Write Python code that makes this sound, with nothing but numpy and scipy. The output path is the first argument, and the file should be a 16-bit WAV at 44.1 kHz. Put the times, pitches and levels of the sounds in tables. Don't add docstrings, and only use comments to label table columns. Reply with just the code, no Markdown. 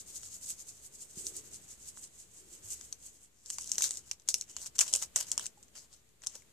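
import sys
import numpy as np
from scipy import signal
from scipy.io import wavfile
from scipy.ndimage import uniform_filter1d

SR = 44100
rng = np.random.default_rng(int(sys.argv[2]) if len(sys.argv) > 2 else 0)


def inscribe(sig):
    pcm = np.round(np.clip(np.atleast_2d(sig).T, -1, 1) * 32767)
    wavfile.write(sys.argv[1], SR, pcm.astype(np.int16))


N = 287644
TIME = np.arange(N) / SR

# (crackle after, re level_db)
CREASE_SNAPS = [(0.232, -38, 2850, -11, -19), (1.267, -23.5, 4400, -29, -35),
                (1.9727, -43, 2780, -2.5, -28), (2.811, -36, 3600, -13, -35), (2.9262, -27, 4460, -25, -29),
                (3.46, -34.5, 4390, -29, -28.5), (3.5016, -22.5, 3170, -18.5, -28),
                (3.584, -25, 4870, -12, -31), (3.674, -32, 4550, -33, -27), (3.6926, -34.5, 4500, -31, -12),
                (3.717, -15, 4730, -40, -21.5), (3.7819, -16, 4400, -17, -16),
                (3.8078, -24, 4500, -12.5, -12), (3.8215, -13, 2670, -29, -28),
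                (3.841, -18.5, 4360, -17, -26), (3.856, -24, 4180, -34, -27),
                (3.908, -23, 4800, -16.5, -18), (3.939, -39, 4500, -28, -28), (3.956, -34, 4410, -35, -23),
                (3.9719, -29, 4470, -37, -14), (4.1128, -21, 2500, -16.5, -24),
                (4.1977, -44.5, 4450, -30, -18), (4.2198, -51.5, 2590, -37, -29),
                (4.277, -40, 4600, -28, -5), (4.2873, -13, 4840, -29.5, -15.5),
                (4.342, -12, 2730, -30, -24.5), (4.411, -24.5, 4700, -36, -22),
                (4.4215, -35, 2370, -18, -31), (4.4975, -40, 3000, -30, -13),
                (4.5657, -24.5, 4900, -16, -21), (4.66, -32, 2600, -17, -20), (4.7832, -31, 4450, -30, -5),
                (4.7902, -9, 3650, -24.5, -17.5), (4.8073, -12, 3380, -39, -15),
                (4.8109, -11.5, 2570, -15, -13.5), (4.879, -29, 2600, -22, -10),
                (4.9277, -27.5, 4490, -26, -4.5), (4.9372, -9, 3380, -34, -24),
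                (4.9509, -17.5, 2720, -26, -15.5), (5.024, -22.5, 2830, -15, -17),
                (5.1598, -12, 3170, -31, -13), (5.2095, -23, 3050, -13.5, -20),
                (5.269, -40, 2620, -29, -27), (5.3162, -15.5, 3130, -34, -19),
                (5.3777, -15.5, 2740, -17.5, -27.5), (5.395, -26, 3800, -11, -31),
                (5.458, -25, 4540, -20, -30), (5.4649, -23, 2660, -26, -36), (5.628, -44.5, 3970, -20, -11),
                (5.682, -50, 2580, -30, -19), (5.753, -45.5, 3450, -10, -1.5),
                (5.9286, -43, 3690, -20, -21), (5.9385, -44, 3490, -23, -24),
                (6.091, -52.5, 4580, -16, -25), (6.2195, -42, 2090, -15, -23), (6.2368, -41, 2550, -5, -34),
                (6.2637, -31.5, 2730, -15.5, -24), (6.2696, -18, 4260, -29, -30),
                (6.3529, -35.5, 3450, -23, -16), (6.421, -47, 2090, -10, -21), (6.4942, -56, 3150, -7, -30)]
# time_s, left_re_right_db
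HAND_PATH = [(0.0, 2.5), (1.05, 0), (1.89, 0.0), (2.54, 0), (3.47, 2), (4.99, 1.0), (6.3, 3), (6.52, 3)]


def amp(db):
    return 10 ** (np.asarray(db) / 20)


def rms_one(x):
    return x / np.sqrt(np.mean(x ** 2) + 1e-20)


def in_time(rows):
    time_s, value = np.transpose(rows)
    return np.interp(TIME, time_s, value)


def at_hz(points, hz):
    point_hz, value = np.transpose(points)
    return np.interp(np.log(hz), np.log(point_hz), value)


def pan(db):
    return amp(np.array([db / 2, -db / 2]))


def drift(points_per_s):
    count = N * 2 // 100
    return np.interp(TIME * points_per_s, np.arange(count), rng.standard_normal(count))


def band(x, low_hz, high_hz):
    return signal.sosfilt(signal.butter(2, [low_hz, high_hz], "band", fs=SR, output="sos"), x)


def resonate(x, hz, width_hz):
    r = np.exp(-np.pi * width_hz / SR)
    zeros = np.array([1, 0, -1]) * (1 - r * r) / 2
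    poles = [1, -2 * r * np.cos(2 * np.pi * hz / SR), r * r]
    return signal.lfilter(zeros, poles, x)


def granules():
    # peak_s, level_db, length_ms (between points 6.5 dB down)
    strokes = [(0.0, -46.5, 37), (0.094, -49.5, 45), (0.165, -45.5, 45), (0.259, -47.5, 70),
               (0.343, -44.5, 53), (0.438, -44.5, 33), (0.501, -39, 44), (0.603, -47.5, 47),
               (0.692, -48, 44), (0.774, -56, 110), (0.854, -46, 39), (0.949, -51, 39), (1.022, -47, 52),
               (1.11, -51, 41), (1.196, -43.5, 52), (1.275, -41.5, 45), (1.37, -42, 48), (1.462, -52, 45),
               (1.546, -49, 54), (1.64, -57, 77), (1.714, -47, 46), (1.825, -55.5, 73), (1.885, -47.5, 39),
               (1.98, -53.5, 62), (2.043, -48.5, 46), (2.15, -58.5, 59), (2.206, -51.5, 57),
               (2.375, -55, 116), (2.543, -51.5, 79), (2.657, -50, 46), (2.72, -42, 49), (2.84, -52.5, 117),
               (3.056, -51, 76), (3.15, -60.5, 84), (3.235, -58, 51)]
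    thrum_db = -0.5
    hits = grains(8000, spread_db=3.5, alike=0.21)
    hiss = coloured(hits, low_hz=4300, width=0.47, shift_db=2.5, tilt_db=-2)
    thrum = amp(thrum_db + sheet_body_db()) * rms_one(resonate(hits, 3180, 470))
    envelope = np.sqrt(swells(strokes, rise_share=0.52)) * amp(1.07 * drift(150))
    return envelope * pan(in_time(HAND_PATH)) * (hiss + thrum)


def paper():
    # peak_s, level_db, length_ms (between points 6.5 dB down)
    rubs = [(3.39, -64.5, 88), (3.53, -48.5, 100), (3.62, -48, 55), (3.667, -49.5, 53), (3.747, -46, 70),
            (3.844, -30.5, 46), (3.95, -45.5, 61), (4.08, -55, 68), (4.387, -48.5, 47), (4.508, -49, 41),
            (4.618, -44.5, 55), (4.668, -36, 10.5), (4.76, -41, 9), (4.865, -41.5, 66), (4.983, -42, 50),
            (5.029, -37.5, 27), (5.203, -33.5, 33), (5.29, -49.5, 81), (5.425, -44.5, 55), (5.585, -65, 38),
            (5.785, -51.5, 44), (5.835, -58.5, 42), (5.95, -60, 53.5), (6.24, -49, 18), (6.295, -52.5, 32),
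            (6.35, -50.5, 65)]
    crackle_t60_s = 0.1
    power = swells(rubs, rise_share=0.49)
    for start_s, level_db, _, _, crackle_db in CREASE_SNAPS:
        after = slice(round(start_s * SR), round((start_s + crackle_t60_s) * SR))
        decay_db = -60 * (TIME[after] - start_s) / crackle_t60_s
        power[after] += amp(2 * (level_db + crackle_db + decay_db))
    clumping = amp(2.2 * drift(250) + 1.26 * drift(60))
    hits = grains(10000, spread_db=3.0, alike=0.24) * clumping
    hits = hits + amp(-3) * grains(350, spread_db=3.5, alike=0.8)
    body = rms_one(sheet(hits)) * amp(sheet_body_db() + 1.53 * drift(40))
    rustle = coloured(crease(hits), low_hz=3800, width=0.22, shift_db=3.5, tilt_db=-2.3)
    return np.sqrt(power) * pan(in_time(HAND_PATH)) * (rustle + body)


def snaps():
    size = 600
    scatter_db = 1
    panel_ring_db, ring_per_low_db = -9.5, 0.35
    out = np.zeros((2, N + size))
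    t = np.arange(size) / SR
    hand_db = in_time(HAND_PATH)
    shape = (1 - np.exp(-t / 0.0003)) * (np.exp(-t / 0.0006) + 0.1 * np.exp(-t / 0.003))
    noises = rng.standard_normal((len(CREASE_SNAPS), 3, size + 1))
    for (start_s, level_db, ring_hz, low_db, _), noise in zip(CREASE_SNAPS, noises):
        first = round(start_s * SR)
        burst = (noise[0, 1:] + 0.7 * noise[1:, 1:]) * shape
        bright = ports(crease(band(burst, 3550, 15000)))
        ring = resonate(resonate(burst, ring_hz, 800), ring_hz, 800)
        low = band(burst, 850, 2600)
        ring_db = panel_ring_db + ring_per_low_db * low_db
        parts = [(bright, 0), (ring, ring_db), (low, low_db)]
        sound = sum(amp(db) * p / np.abs(p).max(axis=1, keepdims=True) for p, db in parts)
        side = pan(hand_db[first] + scatter_db * noise[0, 0])[:, None]
        out[:, first:first + size] += amp(level_db) * side * sound
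    return out[:, :N]


def grains(per_s, spread_db, alike):
    shape = (3, N)
    hits = (rng.random(shape) < per_s / SR) * amp(spread_db * np.minimum(rng.exponential(1, shape), 5))
    hits = hits * rng.choice([-1, 1], shape)
    return rms_one(np.sqrt(alike) * hits[0] + np.sqrt(1 - alike) * hits[1:])


def swells(rows, rise_share):
    power = np.zeros(N)
    for peak_s, level_db, length_ms in rows:
        near = slice(max(round((peak_s - 0.25) * SR), 0), round((peak_s + 0.25) * SR))
        late_ms = (TIME[near] - peak_s) * 1000
        half_ms = length_ms * np.where(late_ms < 0, rise_share, 1 - rise_share)
        power[near] += amp(2 * (level_db - 6.5 * np.abs(late_ms / half_ms) ** 1.284))
    return power


def coloured(hits, low_hz, width, shift_db, tilt_db):
    pitches_hz, out = np.geomspace(low_hz, 14500, num=7), 0
    dealt = rng.integers(0, len(pitches_hz), N)
    for k, hz in enumerate(pitches_hz):
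        share = amp(tilt_db * np.log2(hz / 7200) + shift_db * drift(13))
        patch = hits * (dealt == k) + 1e-18
        out = out + share * resonate(patch, hz, width * hz)
    return rms_one(ports(out))


def crease(x):
    # ring_hz, width_hz, level_db
    ring_hz, width_hz, level_db = (5570, 990, 7.9)
    dull = signal.sosfilt(signal.butter(2, 10000, fs=SR, output="sos"), x)
    return dull + amp(level_db) * resonate(dull, ring_hz, width_hz)


def sheet(x):
    # pitch_hz, width_hz, level_db
    modes = [(3044, 360, 17.5), (1310, 1300, 10.5), (506, 340, 10), (4470, 1430, 13)]
    out = 0
    for k, (hz, width_hz, level_db) in enumerate(modes):
        out = out + (-1) ** k * amp(level_db + 4.7 * drift(25)) * resonate(x, hz, width_hz)
    return out


def sheet_body_db():
    full_db, empty_db, emptying_s = -35, -8, (0.38, 5.64)
    return np.interp(TIME, emptying_s, [full_db, empty_db])


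def ports(x):
    # ring_hz, width_hz, flat_re_ring_db
    port_rings = [(6755, 840, -19.5), (7910, 1010, -17)]
    out = np.array([resonate(side, hz, width_hz) + amp(flat_db) * side
                    for side, (hz, width_hz, flat_db) in zip(x, port_rings)])
    out[1] = np.roll(out[1], 1)
    return out


def counter_and_walls(x):
    room_t60_s, room_db = 0.13, -11
    t = np.arange(int(0.2 * SR)) / SR
    tail = rng.standard_normal((2, len(t))) * amp(-60 * t / room_t60_s) * (t > 0.0012)
    tail[:, :int(0.006 * SR)] *= 1.8
    tail /= np.sqrt((tail ** 2).sum(axis=1, keepdims=True))
    return amp(room_db) * signal.fftconvolve(x, tail, axes=1)[:, :N]


def kitchen():
    # time_s, level_db
    air = [(0.0, -67), (1.07, -69.5), (1.29, -65), (2.25, -70), (2.67, -66.5), (3.43, -74), (3.79, -64),
           (4.14, -72), (5.32, -66), (5.54, -69.5), (6.17, -72), (6.52, -69)]
    # band_hz, density_db
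    spectrum = [(30, -12.5), (43, -13.5), (64, 1), (305, -7), (430, -6.5), (517, -9.5), (700, -20),
                (910, -48.5)]
    # band_hz, correlation
    likeness = [(60, 0.65), (240, 0.52), (950, -0.069), (3770, 0.01), (15000, -0.08)]
    hum_hz, hum_db, hiss_db = 58.6, -5, -2
    level_db = in_time(air)
    edges_hz = 21 * 2 ** np.arange(0, 5.6, 0.5)
    white = rng.standard_normal((2, 2, N))
    rumble = 0
    for k, (low_hz, high_hz) in enumerate(zip(edges_hz, edges_hz[1:])):
        centre_hz = np.sqrt(low_hz * high_hz)
        mid, side = band(white[k % 2], low_hz, high_hz)
        alike = np.clip(at_hz(likeness, centre_hz), 0, 1)
        gain = amp(at_hz(spectrum, centre_hz) + 1.13 * drift(8))
        rumble = rumble + gain * (np.sqrt(1 + alike) * mid + np.sqrt(1 - alike) * side * [[1], [-1]])
    noise = rng.standard_normal((2, N))
    hiss = rms_one(band(noise, 330, 5200))
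    hiss = hiss + amp(1) * rms_one(ports(noise))
    hiss = hiss + amp(-2.0) * rms_one(band(noise, 2477, 15060))
    hum_phase = 2 * np.pi * hum_hz * TIME + 1.5 * drift(8)
    hum = amp(level_db + hum_db + 3.0 * drift(10)) * np.sin(hum_phase)
    noise_bed = amp(level_db) * rms_one(rumble) + amp(level_db + hiss_db) * hiss
    return noise_bed * pan(2.2)[:, None] + hum


def far_knocks():
    # start_s, level_db, pitch_hz, t60_s
    thuds = [(1.173, -38, 185, 0.024), (2.64, -56, 100.6, 0.37), (5.574, -56, 830, 0.077)]
    # start_s, end_s, level_db, top_hz
    washes = [(1.156, 1.79, -65, 472), (2.373, 2.85, -69.5, 466)]
    out = np.zeros((2, N))
    for start_s, level_db, hz, t60_s in thuds:
        t = np.maximum(TIME - start_s, 0)
        onset = 1 - np.exp(-t * hz * 3.6)
        out += amp(level_db - 60 * t / t60_s) * np.sin(2 * np.pi * hz * t) * onset
    for start_s, end_s, level_db, top_hz in washes:
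        part = np.clip((TIME - start_s) / (end_s - start_s), 0, 1)
        shape = np.minimum(part / 0.031, 1) * (1 - part) ** 1.1
        noise = rng.standard_normal(N)
        for low_hz in (323, 220, 100):
            noise = band(noise, low_hz, top_hz)
        out += amp(level_db) * shape * rms_one(noise) * pan(8.7)[:, None]
    return out


def scene():
    packet = granules() + paper() + snaps()
    return packet + counter_and_walls(packet) + kitchen() + far_knocks()


def record(dry):
    quiet_db, open_db, range_db = -75.5, -49.5, 4.5
    top_hz, cutoff_hz = 14700, 15956
    dc_offset = -0.0003
    treble = band(dry.mean(axis=0), 3000, 13200)
    level_db = 10 * np.log10(uniform_filter1d(treble ** 2, size=1800) + 1e-12)
    opened = np.clip((level_db - quiet_db) / (open_db - quiet_db), 0, 1)
    gated = dry * amp(range_db * (uniform_filter1d(opened, size=900) - 0.5))
    dropped = signal.sosfilt(signal.cheby2(12, 30, top_hz, fs=SR, output="sos"), gated)
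    return signal.sosfilt(signal.cheby2(12, 70, cutoff_hz, fs=SR, output="sos"), dropped) + dc_offset


dry = scene()
out = record(dry)
inscribe(out)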